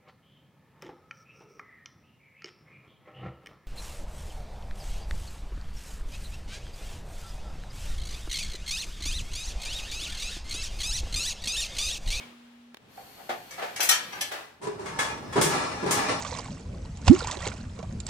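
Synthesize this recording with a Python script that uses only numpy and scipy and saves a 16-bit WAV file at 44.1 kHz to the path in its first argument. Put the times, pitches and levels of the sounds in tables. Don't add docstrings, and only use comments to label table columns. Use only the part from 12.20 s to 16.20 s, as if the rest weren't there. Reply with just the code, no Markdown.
import sys
import numpy as np
from scipy import signal
from scipy.fft import rfft, irfft
from scipy.io import wavfile
from scipy.ndimage import uniform_filter1d

SR = 44100
rng = np.random.default_rng(int(sys.argv[2]) if len(sys.argv) > 2 else 0)


def put_to_file(sound):
    columns = np.atleast_2d(sound).T
    safe = np.clip(columns, -1, 1)
    whole_steps = np.round(safe * 32767)
    wavfile.write(sys.argv[1], SR, whole_steps.astype(np.int16))


N = 176400
ROOM_T60 = 0.56
# (frequency [Hz], likeness [0 to 1])
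STEREO_LIKENESS = [(140, 0.93), (650, 0.23), (2000, 0.051)]


def tractor():
    # (time [s], level [dB], brightness [dB per octave], rise [s], ring t60 [s])
    thumps = [(2.413, -36, 1.5, 0.029, 0.46), (2.468, -31.5, -1.5, 0.0044, 0.1),
              (2.588, -41.5, 0.1, 0.01, 1), (3.153, -18, -2, 0.016, 0.24), (3.175, -18, -2.5, 0.0098, 0.28),
              (3.255, -27, -5.5, 0.0043, 0.43), (3.622, -25, -2.5, 0.017, 0.17),
              (3.660, -28, -1, 0.0025, 0.64)]
    clanks = [(2.655, -36.5, -2.5, 0.0065, 0.45), (2.786, -25, -0.96, 0.007, 0.42),
              (3.122, -34, -1.5, 0.013, 0.11), (3.213, -22, 3.1, 0.00039, 0.47),
              (3.708, -24, 4.5, 0.0011, 0.41)]
    # (frequency [Hz], level [dB])
    chassis_colour = [(35, -13), (110, -12.5), (150, 0), (230, -10.5), (400, 2.5), (500, -6.5), (1100, -8),
                      (3200, -20.5), (9000, -23.5), (15000, -52)]
    frame_colour = [(50, -24), (160, -7.5), (1200, 6.5), (4200, -3), (6300, -0.5), (10000, -4),
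                    (11500, -24), (14500, -11), (16500, -54)]
    # (frequency [Hz], level [dB])
    chassis_notes = [(392, -2.5), (425, -6.5), (955, -15), (992, -5.5)]
    frame_notes = [(890, 3.5), (1077, 2.5), (1319, 0), (1712, 6), (1997, -10), (2158, 2.5), (3370, 0)]
    thumping = blows(thumps, chassis_colour, room_db=-7, damping=0.16, ripple_hz=13, ripple_db=2,
                     notes=chassis_notes, notes_db=-7, purity=0.65, notes_t60=0.27, detune=0.013)
    clanking = blows(clanks, frame_colour, room_db=-1, damping=0.08, ripple_hz=24.98, ripple_db=2,
                     notes=frame_notes, notes_db=-2.5, purity=0, notes_t60=0.53, detune=0.0037)
    return thumping + clanking


def chain():
    # (time [s], level [dB], brightness [dB per octave], rise [s], ring t60 [s])
    clinks = [(1.307, -41.5, 1, 0.0027, 0.59), (1.559, -33.5, 1.5, 0.0053, 0.32),
              (1.604, -23.5, 4, 0.0016, 0.4), (1.628, -27, 11, 0.0021, 0.59),
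              (1.688, -15, 5.5, 0.0048, 0.27), (1.711, -21, 2, 0.0027, 0.3),
              (1.921, -37, -2.5, 0.0093, 0.65), (2.008, -26.5, 4.5, 0.0046, 0.22)]
    knocks = [(.772, -49.5, -3.5, 0.005, 0.45), (.975, -50.5, -2, 0.017, 0.64),
              (1.090, -28, -1.2, 0.0071, 0.29), (1.372, -33, -0.5, 0.025, 0.42),
              (1.412, -30.5, -0.25, 0.016, 0.43), (1.594, -32.5, 0.5, 0.0016, 0.72),
              (2.110, -32, 1.5, 0.012, 0.53)]
    # (frequency [Hz], level [dB])
    link_colour = [(80, -58), (600, 5), (1200, 3), (1900, 5.5), (6200, -1.5), (9500, -9.5), (14500, -17),
                   (16500, -48)]
    bucket_colour = [(80, -39.5), (380, -4.5), (660, 0), (950, -4), (1450, -2), (2500, -7.5), (15000, -32)]
    # (frequency [Hz], level [dB])
    link_notes = [(1658, 5), (2150, 0), (3148, 3), (4420, -4), (5926, 4.5), (6621, -9), (7870, -4),
                  (11064, -1), (12866, -7), (15070, -13)]
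    bucket_notes = [(592, -9.5), (715, -1.5), (784, -0.5), (872, -6.5)]
    clinking = blows(clinks, link_colour, room_db=-5.5, damping=0.36, ripple_hz=75.64, ripple_db=7.5,
                     notes=link_notes, notes_db=-6, purity=0, notes_t60=0.4, detune=0.002)
    knocking = blows(knocks, bucket_colour, room_db=-34, damping=0.027, ripple_hz=12, ripple_db=4.5,
                     notes=bucket_notes, notes_db=-5, purity=0.41, notes_t60=0.4, detune=0.0203)
    return clinking + knocking


def blows(table, colour, notes_db, purity, **body):
    out = np.zeros((2, N))
    hardest_db = max(row[1] for row in table)
    for start, db, brightness, rise, ring_t60 in table:
        clear_db = notes_db + purity * (hardest_db - db)
        add(out, start, amp(db) * blow(colour, brightness, rise, ring_t60, notes_db=clear_db, **body))
    return out


def blow(colour, brightness, rise, ring_t60, room_db, damping, ripple_hz, ripple_db,
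         notes, notes_db, notes_t60, detune, count=4, size=40960):
    t, hz = np.arange(size) / SR, np.fft.rfftfreq(size, 1 / SR)
    body = amp(read(colour, hz))
    tilt = amp(brightness * np.log2(hz / 1000 + .1))
    tilt *= np.linalg.norm(body) / np.linalg.norm(body * tilt)
    spectrum = rfft(noise(lambda f: body * tilt * ripple(f, ripple_hz, ripple_db), size))
    out = np.zeros((2, size))
    centres = np.geomspace(125, 16000, 6)
    fading_s = np.maximum(t - 0.0055, 0)
    for centre, pick in zip(centres, np.eye(len(centres))):
        band = irfft(spectrum * np.interp(np.log(hz + 1), np.log(centres), pick), size)
        ring = fade(fading_s, ring_t60 * (2000 / centre) ** damping)
        echo = amp(room_db) * fade(t, room_t60(centre))
        out += band * np.sqrt(ring ** 2 + echo ** 2 * (1 - ring ** 2))
    total = np.sqrt(sum(amp(db) ** 2 for _, db in notes))
    for note_hz, db in notes:
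        pitches = note_hz * (1 + detune * (2 * rng.random(count) - 1))
        waves = np.exp(2j * np.pi * np.outer(pitches, t))
        tone = (stereo_phases(note_hz, count) @ waves).real * np.sqrt(2 / count)
        gain = amp(notes_db + db) / total * np.interp(note_hz, hz, tilt) * sides(note_hz)
        out += gain * tone * fade(t, notes_t60 * (2000 / note_hz) ** damping)
    return out * np.minimum(t / rise, 1)


def rattle(settle_s=0.065, steady_part=0.68):
    # (time [s], level [dB])
    loudness = [(2.40, -72), (2.44, -45), (2.60, -52.5), (2.92, -32), (3.02, -49.5), (3.11, -44.5),
                (3.22, -36.5), (3.43, -28), (3.57, -36), (3.78, -28), (3.92, -28.5), (4.0, -33)]
    # (frequency [Hz], level [dB])
    panel_colour = [(40, -12), (150, -4), (1000, 1.5), (1800, -3.5), (2900, -11.5), (6300, -16.5),
                    (8500, -20), (10000, -22.5), (11500, -68)]
    panel_notes = [(919, -8), (1297, -16), (1686, -14), (2261, -21.5), (2428, -16), (3688, -28),
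                   (5157, -21), (5782, -20)]
    shaking = unit(signal.lfilter([1], [1, -np.exp(-1 / (settle_s * SR))], contacts(per_s=70)))
    clatter = noise(lambda f: amp(read(panel_colour, f)) * ripple(f, width_hz=26, spread_db=5), N)
    out = unit(steady_part + shaking) * clatter
    t = np.arange(SR) / SR
    for hz, db in panel_notes:
        ring = np.sin(2 * np.pi * hz * t) * fade(t, t60=0.6)
        strikes = np.sqrt([contacts(per_s=22), contacts(per_s=22)])
        out += amp(db) * sides(hz) * unit(signal.fftconvolve(strikes, ring[None])[:, :N])
    return level(loudness) * out


def squeak(start_hz=2155, climb_hz_per_s=4670, length_s=0.052, size=16384):
    t, out = np.arange(size) / SR, np.zeros((2, N))
    wobble = 0.043 * unit(uniform_filter1d(rng.standard_normal(size), 40))
    hz = (start_hz + climb_hz_per_s * t) * (1 + wobble)
    phase = 2 * np.pi * np.cumsum(hz) / SR
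    swell = np.sqrt(np.sin(np.pi * np.minimum(t / length_s, 1)).clip(0))
    tone = (np.sin(phase) + amp(-8) * np.sin(1.45 * phase)) * swell
    room = noise(np.ones_like, size) * fade(t, ROOM_T60)
    echo = signal.fftconvolve(tone[None], room / np.linalg.norm(room[0]))[:, :size]
    add(out, 0, amp(-47.5) * (tone + amp(-7) * echo))
    return out


def hydraulics(start_s=0.678, end_s=2.22, fade_s=0.11):
    # (frequency [Hz], level [dB])
    colour = [(3900, -20.5), (4330, 1.5), (4800, -11), (10000, -13.5), (14000, -5.5), (15300, -29)]
    t = np.arange(N) / SR
    running = np.clip(np.minimum(t - start_s, end_s - t) / fade_s, 0, 1)
    return amp(-56) * running * noise(lambda f: amp(read(colour, f)), N)


def ticks(decay_s=0.0023, size=2048):
    # (time [s], level [dB])
    moments = [(.545, -36), (0.57, -38)]
    colour = [(300, 5.5), (3500, 2.5), (9000, -16.5)]  # (frequency [Hz], level [dB])
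    decay = np.exp(-np.arange(size) / SR / decay_s)
    out = np.zeros((2, N))
    for start, db in moments:
        add(out, start, amp(db) * noise(lambda f: amp(read(colour, f)), size) * decay)
    return out


def background(hum_hz=239.5, hum_end_s=0.55):
    # (time [s], level [dB])
    rumble_level = [(.56, -67), (.62, -53), (2.39, -57.5), (2.43, -41.5), (3.0, -35.5)]
    hiss_level = [(0, -44.5), (.16, -56.5), (.59, -64.5), (.78, -55.5), (2.0, -45), (2.39, -67)]
    # (frequency [Hz], level [dB])
    rumble_colour = [(25, 9), (80, 3), (150, -2.5), (700, -12), (8000, -46.5)]
    hiss_colour = [(200, 6), (3200, 2), (5500, -8), (15000, -20)]
    t = np.arange(N) / SR
    hum_on = np.clip(np.minimum(t, hum_end_s - t) / 0.0057, 0, 1)
    hum = amp(-54) * unit(np.sin(2 * np.pi * hum_hz * t)) * hum_on
    rumble = level(rumble_level) * noise(lambda f: amp(read(rumble_colour, f)), N)
    hiss = level(hiss_level) * noise(lambda f: amp(read(hiss_colour, f)), N)
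    return hum + rumble + hiss


def room_t60(hz, longest_hz=2860, width_octaves=1.62):
    return ROOM_T60 * np.exp(-(np.log2(hz / longest_hz) / width_octaves) ** 2)


def contacts(per_s):
    return rng.exponential(1, N) * (rng.random(N) < per_s / SR)


def ripple(hz, width_hz, spread_db):
    grid = np.arange(0, SR / 2, width_hz)
    heights = np.clip(rng.standard_normal(8192), -2, 2)[:len(grid)]
    return amp(spread_db * np.interp(hz, grid, heights))


def noise(gain, size):
    hz = np.fft.rfftfreq(size, 1 / SR)
    return unit(irfft(stereo_phases(hz, len(hz)) * gain(hz) * sides(hz), size))


def stereo_phases(hz, count):
    left, other = np.exp(2j * np.pi * rng.random((2, count)))
    same = np.clip(read(STEREO_LIKENESS, hz), -1, 1)
    return np.array([left, same * left + np.sqrt(1 - same ** 2) * other])


def sides(hz):
    # (frequency [Hz], level [dB])
    balance = [(120, 1), (280, -0.9), (3500, 2), (8000, 4)]
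    return amp(np.outer([.5, -.5], read(balance, hz)))


def amp(db):
    return 10 ** (np.asarray(db) / 20)


def unit(x):
    return x / np.sqrt(np.mean(x ** 2) + 1e-20)


def fade(t, t60):
    return 1e-3 ** (t / max(t60, 1e-3))


def read(points, hz):
    f, value = np.transpose(points)
    return np.interp(np.log(hz + 1), np.log(f + 1), value)


def level(points):
    return amp(np.interp(np.arange(N) / SR, *np.transpose(points)))


def add(mix, start_s, sound):
    part = mix[:, round(start_s * SR):][:, :sound.shape[1]]
    part += sound[:, :part.shape[1]]


def scene():
    return chain() + squeak() + hydraulics() + tractor() + rattle() + ticks() + background()


def record(dry, low_cut_hz=120, high_cut_hz=16300):
    thinned = signal.sosfilt(signal.butter(2, low_cut_hz, "high", fs=SR, output="sos"), dry)
    treble_cut = signal.firwin(511, high_cut_hz, window=("kaiser", 9), fs=SR)
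    return signal.oaconvolve(thinned, treble_cut[None], "same")


dry = scene()
out = record(dry)
put_to_file(out)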